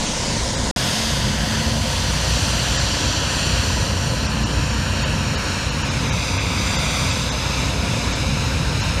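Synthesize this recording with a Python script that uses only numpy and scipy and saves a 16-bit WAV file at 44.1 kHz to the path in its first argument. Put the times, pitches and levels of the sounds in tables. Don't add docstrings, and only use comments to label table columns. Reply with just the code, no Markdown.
import sys
import numpy as np
from scipy import signal
from scipy.fft import rfft, irfft, next_fast_len
from scipy.io import wavfile
from scipy.ndimage import uniform_filter1d, map_coordinates

SR = 44100
rng = np.random.default_rng(int(sys.argv[2]) if len(sys.argv) > 2 else 0)


def natural_amplitude(level_db):
    exponent = np.asarray(level_db, float) / 20
    return 10 ** exponent


def file_out(sig):
    cols = np.atleast_2d(sig).T
    lim = np.clip(cols, -1, 1)
    pcm = np.round(lim * 32767).astype(np.int16)
    wavfile.write(sys.argv[1], SR, pcm)


N = 396900
TIME = np.arange(N) / SR

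# start_s, end_s
SILENCE_S = (.7118, .7618)
FIRST_VIEWPOINT = TIME < SILENCE_S[0]

# time_s, level_db, facing_db (more when the microphone points at the near jet)
JET_AIM = [(0, -31, 4), (.36, -32, 4), (.71, -33, 5), (.76, -28, 4), (1, -29.5, 4.5), (1.4, -28, 0.5),
           (1.7, -29.5, 2.5), (2.4, -27, 2), (3.15, -28.5, 3), (3.65, -28, 2), (4.1, -30, 0),
           (4.7, -29.5, -2), (5.4, -28, -3), (5.9, -29.5, -2), (6.6, -28, -1.4), (7, -28.5, .5),
           (7.8, -28.5, -1), (9, -29, -2)]
# freq_hz, density_db
JET_COLOUR = [(300, -29.5), (700, -13), (1100, -12), (1600, -9), (2200, -8), (3000, -9.5), (4500, -10),
              (6200, -12.5), (7200, -15.5), (7800, -20), (9300, -21.5), (10500, -29), (12500, -31.5),
              (15800, -46)]
# freq_hz, gain_db
FIRST_JET_TINT = [(1500, 2.5), (2900, -2.5), (4500, 0), (6500, 2), (8800, 7), (10500, -12), (15000, -4)]
# time_s, extra_path_ms
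PAVING_BOUNCE = [(0, 0.27), (.25, .4), (.55, 0.6), (1, .612), (1.5, 0.64), (2, 0.66), (2.7, 0.69),
                 (3.2, 0.68), (4.2, 0.7), (5, 0.71), (5.8, 0.723), (6.15, 0.82), (7, 0.83), (7.5, .79),
                 (8.2, 0.783), (9, .76)]
# delay_ms, level_db
WALL_ECHOES = [(5.3, -16), (8.9, -17), (14.7, -19)]

CYLINDER_KNOCKS = [-3.5, 2, -0.5, -2, 2, 3]
# freq_hz, width_hz, level_db
BLOCK_RINGS = [(535, 160, 0), (946, 140, -1)]
# freq_hz, width_hz, level_db
PANEL_RINGS = [(409, 90, -8), (525, 143, -1), (901.6, 150, -3), (981.5, 125, -4)]
# freq_hz, width_hz, level_db
FAN_RINGS = [(628, 110, -0.5), (691.7, 78, 1.5)]

# time_s, level_db
ROAR_SWELLS = [(0, -30.5), (.5, -26), (.71, -29.5), (.9, -30.5), (1.2, -20), (1.55, -25), (2.1, -23.5),
               (2.85, -24.5), (3.3, -28.5), (3.46, -21), (3.9, -26), (4.4, -24), (5.05, -23.5), (5.4, -27),
               (5.6, -24), (6.3, -25.5), (7.6, -26), (8.2, -23.5)]
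# freq_hz, density_db
ROAR_COLOUR = [(18, -37), (38, -15), (50, -5.5), (75, -2.5), (110, -2.5), (150, -4), (190, -9.5), (225, -9),
               (275, -15), (305, -13), (345, -21), (480, -20.5), (600, -42)]

# multiple_of_engine_cycle, rms_db
EXHAUST_ORDERS = [(6, -47.5), (12, -30.5), (18, -34), (30, -42)]
# pitch_hz, rms_db, share_of_load (0 to 1)
PUMP_TONES = [(268.4, -42.5, 1), (930.6, -49.5, .2), (2387, -57, 0)]
# time_s, load_db
PUMP_LOAD = [
    (0, -3),
    (3, -2),
    (5.5, 0),
    (5.9, 3),
    (8.3, 4),
    (8.6, 0),
    (9, 0),
]

# start_s, length_s, first_hz, last_hz, level_db
WIRE_GUSTS = [
    (0.799, 0.38, 208, 232, -30),
    (1.152, .77, 200.5, 234, -27.5),
    (1.899, 0.3, 233.4, 202.2, -29.5),
    (2.297, .32, 214, 228, -33),
    (3.854, .26, 209.6, 229, -33.5),
    (4.118, 0.42, 202.7, 227.7, -29.5),
    (4.653, .4, 205, 222, -30),
    (5.053, 0.24, 228, 217, -32.5),
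    (5.65, .45, 222.5, 222.6, -36),
]
# pitch_hz, rms_db
IDLING_TRUCK = [(30, -36), (55.5, -37)]

# freq_hz, step_db over the local level
PHONE_STEP = [(300, -16), (3000, -6), (9000, -5), (13000, -2.5), (15000, 2.5)]
# time_s, treble_lost_above_hz
TREBLE_LOSSES = [(.074, 9500), (.565, 9000), (2.782, 8400), (4.276, 7400), (4.448, 7800), (5.045, 7800),
                 (5.364, 7800), (5.707, 7600), (5.835, 7400), (5.899, 7600), (6.112, 6500), (6.387, 8000),
                 (6.773, 8000), (7.114, 8450), (7.305, 7600), (8.138, 8600), (8.822, 7700)]


def level(x, db):
    return x * natural_amplitude(db) / np.sqrt(np.mean(x ** 2))


def curves(table):
    seconds, *columns = np.transpose(table)
    return [np.interp(TIME, seconds, column) for column in columns]


def walk(rate):
    hold_ms = int(1000 / rate)
    length_ms = int(N / SR * 1000)
    held = np.repeat(rng.standard_normal(length_ms // hold_ms + 2), hold_ms)
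    slewed = uniform_filter1d(uniform_filter1d(held, hold_ms), hold_ms)
    return np.interp(TIME * 1000, np.arange(len(held)), 1.3 * slewed)


def sine(phase, rms_db):
    return np.sqrt(2) * natural_amplitude(rms_db) * np.sin(phase)


def ring(x, hz, width):
    return signal.lfilter(*signal.iirpeak(hz, hz / width, fs=SR), x)


def body(x, modes):
    return sum(natural_amplitude(db) * ring(ring(x, hz, width), hz, width) for hz, width, db in modes)


def bands(colour, count):
    size = next_fast_len(N)
    octave = np.log2(np.arange(size // 2 + 1) * SR / size + 1)
    hz, db = np.transpose(colour)
    shape_db = np.interp(octave, np.log2(hz), db, left=-90, right=-90)
    noise = rfft(rng.standard_normal(size)) * natural_amplitude(shape_db)
    centres = np.linspace(np.log2(hz[0]), np.log2(hz[-1]), count)
    spacing = centres[1] - centres[0]
    for centre in centres:
        share = np.clip(1 - np.abs(octave - centre) / spacing, 0, 1)
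        yield 2 ** centre, irfft(noise * share, size)[:N]


def jets():
    db, facing_db = curves(JET_AIM)
    smoke_db = -5 * np.exp(-((TIME - 3.14) / 0.49) ** 2)
    body_db, bite_db, mist_db = 0 * db, 0.95 * facing_db, 1.38 * facing_db + smoke_db
    surge, spray = walk(7), 0
    for hz, band in bands(JET_COLOUR, count=16):
        tilt_db = mist_db if hz > 7500 else bite_db if hz > 3200 else body_db
        tint_db = np.interp(hz, *np.transpose(FIRST_JET_TINT)) * FIRST_VIEWPOINT
        spray = spray + band * natural_amplitude(tilt_db + tint_db + 0.62 * surge + 0.71 * walk(10.5))
    return level(spray + paving_bounce(spray), 4.4) * natural_amplitude(db)


def paving_bounce(spray):
    step_s, step_length_s, step_blur_db = 6, .12, -6
    steadying_db = np.interp(TIME, [1, 3.2], [-4, 0])
    db = np.select([FIRST_VIEWPOINT, TIME < step_s], [-12, -7 + steadying_db], -7)
    db = db + step_blur_db * np.exp(-((TIME - step_s) / step_length_s) ** 2)
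    path_ms, = curves(PAVING_BOUNCE)
    late = np.arange(N) - (path_ms + 0.0044 * walk(4.3)) * SR / 1000
    bounce = map_coordinates(spray, [late], order=3, mode="nearest")
    bounce = np.convolve(bounce, [.12, .76, .12], "same") * natural_amplitude(1.2 * walk(4))
    return natural_amplitude(db) * bounce


def walls(x):
    here = np.arange(N)
    out = x
    for ms, db in WALL_ECHOES:
        late = here - ms * SR / 1000 - 5 * walk(2)
        out = out + natural_amplitude(db) * np.interp(late, here, x)
    return out


CYCLE_HZ = 4.9995


def diesel():
    facing_db = curves(JET_AIM)[1]
    clatter_db, fan_db = -30.5 + .2 * facing_db, -7 + .65 * facing_db
    cycles = np.arange(int(N / SR * CYCLE_HZ) + 1)[:, None] / CYCLE_HZ
    order = np.arange(6)
    firings = cycles + order / 6 / CYCLE_HZ + 0.001 * (order % 2)
    ticks = cycles + rng.random(20) / CYCLE_HZ
    when = np.hstack([firings, ticks])
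    tick_db = -10.5 + 3 * rng.standard_normal(20)
    size = natural_amplitude(np.hstack([CYLINDER_KNOCKS, tick_db]) + 1.5 * rng.standard_normal(when.shape))
    place = (when + .00003 * rng.standard_normal(when.shape)) * SR
    knocks = np.bincount(place.astype(int).ravel().clip(0), size.ravel(), N)[:N]
    phase = TIME * CYCLE_HZ * 6 % 1
    loose = rng.standard_normal(N) * (1 + 0.53 * np.exp(-phase / 0.22))
    block = level(body(knocks, BLOCK_RINGS), -6.5)
    panels = level(body(loose, PANEL_RINGS), -3.0)
    fan = level(body(rng.standard_normal(N), FAN_RINGS), -0.87) * natural_amplitude(fan_db + 2.3 * walk(6))
    return (block + panels + fan) * natural_amplitude(clatter_db)


def roar():
    db, = curves(ROAR_SWELLS)
    swell_db = db - db.mean()
    follows = [1, 0.41, 0.092, 0]
    shade_db = [0, -4 * FIRST_VIEWPOINT, 2.5 * FIRST_VIEWPOINT, 0]
    roll, low = walk(8), 0
    for hz, band in bands(ROAR_COLOUR, count=11):
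        part = int(hz > 115) + int(hz > 175) + int(hz > 330)
        band_db = follows[part] * swell_db + shade_db[part]
        low = low + band * natural_amplitude(band_db + .9 * roll + 1.2 * walk(9))
    return level(low, 1.3) * natural_amplitude(db.mean())


def exhaust_and_pump():
    air_db, load_db = curves(ROAR_SWELLS)[0], curves(PUMP_LOAD)[0]
    ride_db = .6 * (air_db - air_db.mean())
    lines = [(multiple * CYCLE_HZ, db + ride_db) for multiple, db in EXHAUST_ORDERS]
    lines += [(hz, db + share * load_db) for hz, db, share in PUMP_TONES]
    return sum(sine(2 * np.pi * hz * TIME + .5 * walk(4), db + 1.8 * walk(4)) for hz, db in lines)


def wire_hum():
    out = np.zeros(N)
    for start, length, first_hz, last_hz, db in WIRE_GUSTS:
        gone = (TIME - start) / length
        fade = np.clip(np.minimum(gone, 1 - gone) * length / 0.054, 0, 1)
        swell_db = np.interp(gone, [0, .65, 1], [-6, 0, -6])
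        hz = np.interp(gone, [0, 1], [first_hz, last_hz]) + .8 * walk(12)
        out = out + fade * sine(2 * np.pi * np.cumsum(hz) / SR, db + swell_db)
    return out


def truck():
    return sum(sine(2 * np.pi * hz * TIME, db + 1.5 * walk(4)) for hz, db in IDLING_TRUCK)


def scene():
    water = natural_amplitude(-0.8) * walls(jets())
    engine = natural_amplitude(-0.74) * diesel() + exhaust_and_pump() * natural_amplitude(-4.5 * FIRST_VIEWPOINT)
    mix = water + engine + roar() + wire_hum() + truck() * FIRST_VIEWPOINT
    return mix[None]


def phone_grain(x):
    hop = 941
    window, lead = np.sqrt(signal.get_window("hann", 2 * hop)), int(.54 * hop)
    hz, s, z = signal.stft(np.pad(x[0], (lead, 0)), SR, window, 2 * hop, hop)
    power = uniform_filter1d(np.abs(z) ** 2, size=61, axis=0)
    local = np.sqrt(uniform_filter1d(power, size=5, axis=1))
    chance = np.repeat(rng.random((len(hz) // 10 + 1, len(s))), 10, axis=0)[:len(hz)]
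    step_db = np.interp(hz, *np.transpose(PHONE_STEP))[:, None] + 5.5 * (chance - .5)
    step = local * natural_amplitude(step_db) + 1e-12
    size = np.abs(z)
    z = z / (size + 1e-12) * step * np.floor(size / step + .45)
    spell = uniform_filter1d(chance - .5, size=4, axis=1)
    z *= spell < np.interp(hz, [10000, 13000, 15000, 15700], [.42, .3, .25, .1])[:, None]
    for t, edge_hz in TREBLE_LOSSES:
        k = np.argmin(np.abs(s - lead / SR - t))
        kept = chance[:, k] > np.where(hz > edge_hz, .92, .3)
        z[:, k] *= np.where(hz > 1500, .12 + kept * 1.15, 1)
    return signal.istft(z, SR, window, 2 * hop, hop)[1][None, lead:lead + N]


def top_cut(x):
    return signal.sosfilt(signal.butter(12, 15700, fs=SR, output="sos"), x)


def record(dry):
    sounding = FIRST_VIEWPOINT | (TIME > SILENCE_S[1])
    mix = phone_grain(dry) * sounding
    return top_cut(mix)


dry = scene()
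out = record(dry)
file_out(out)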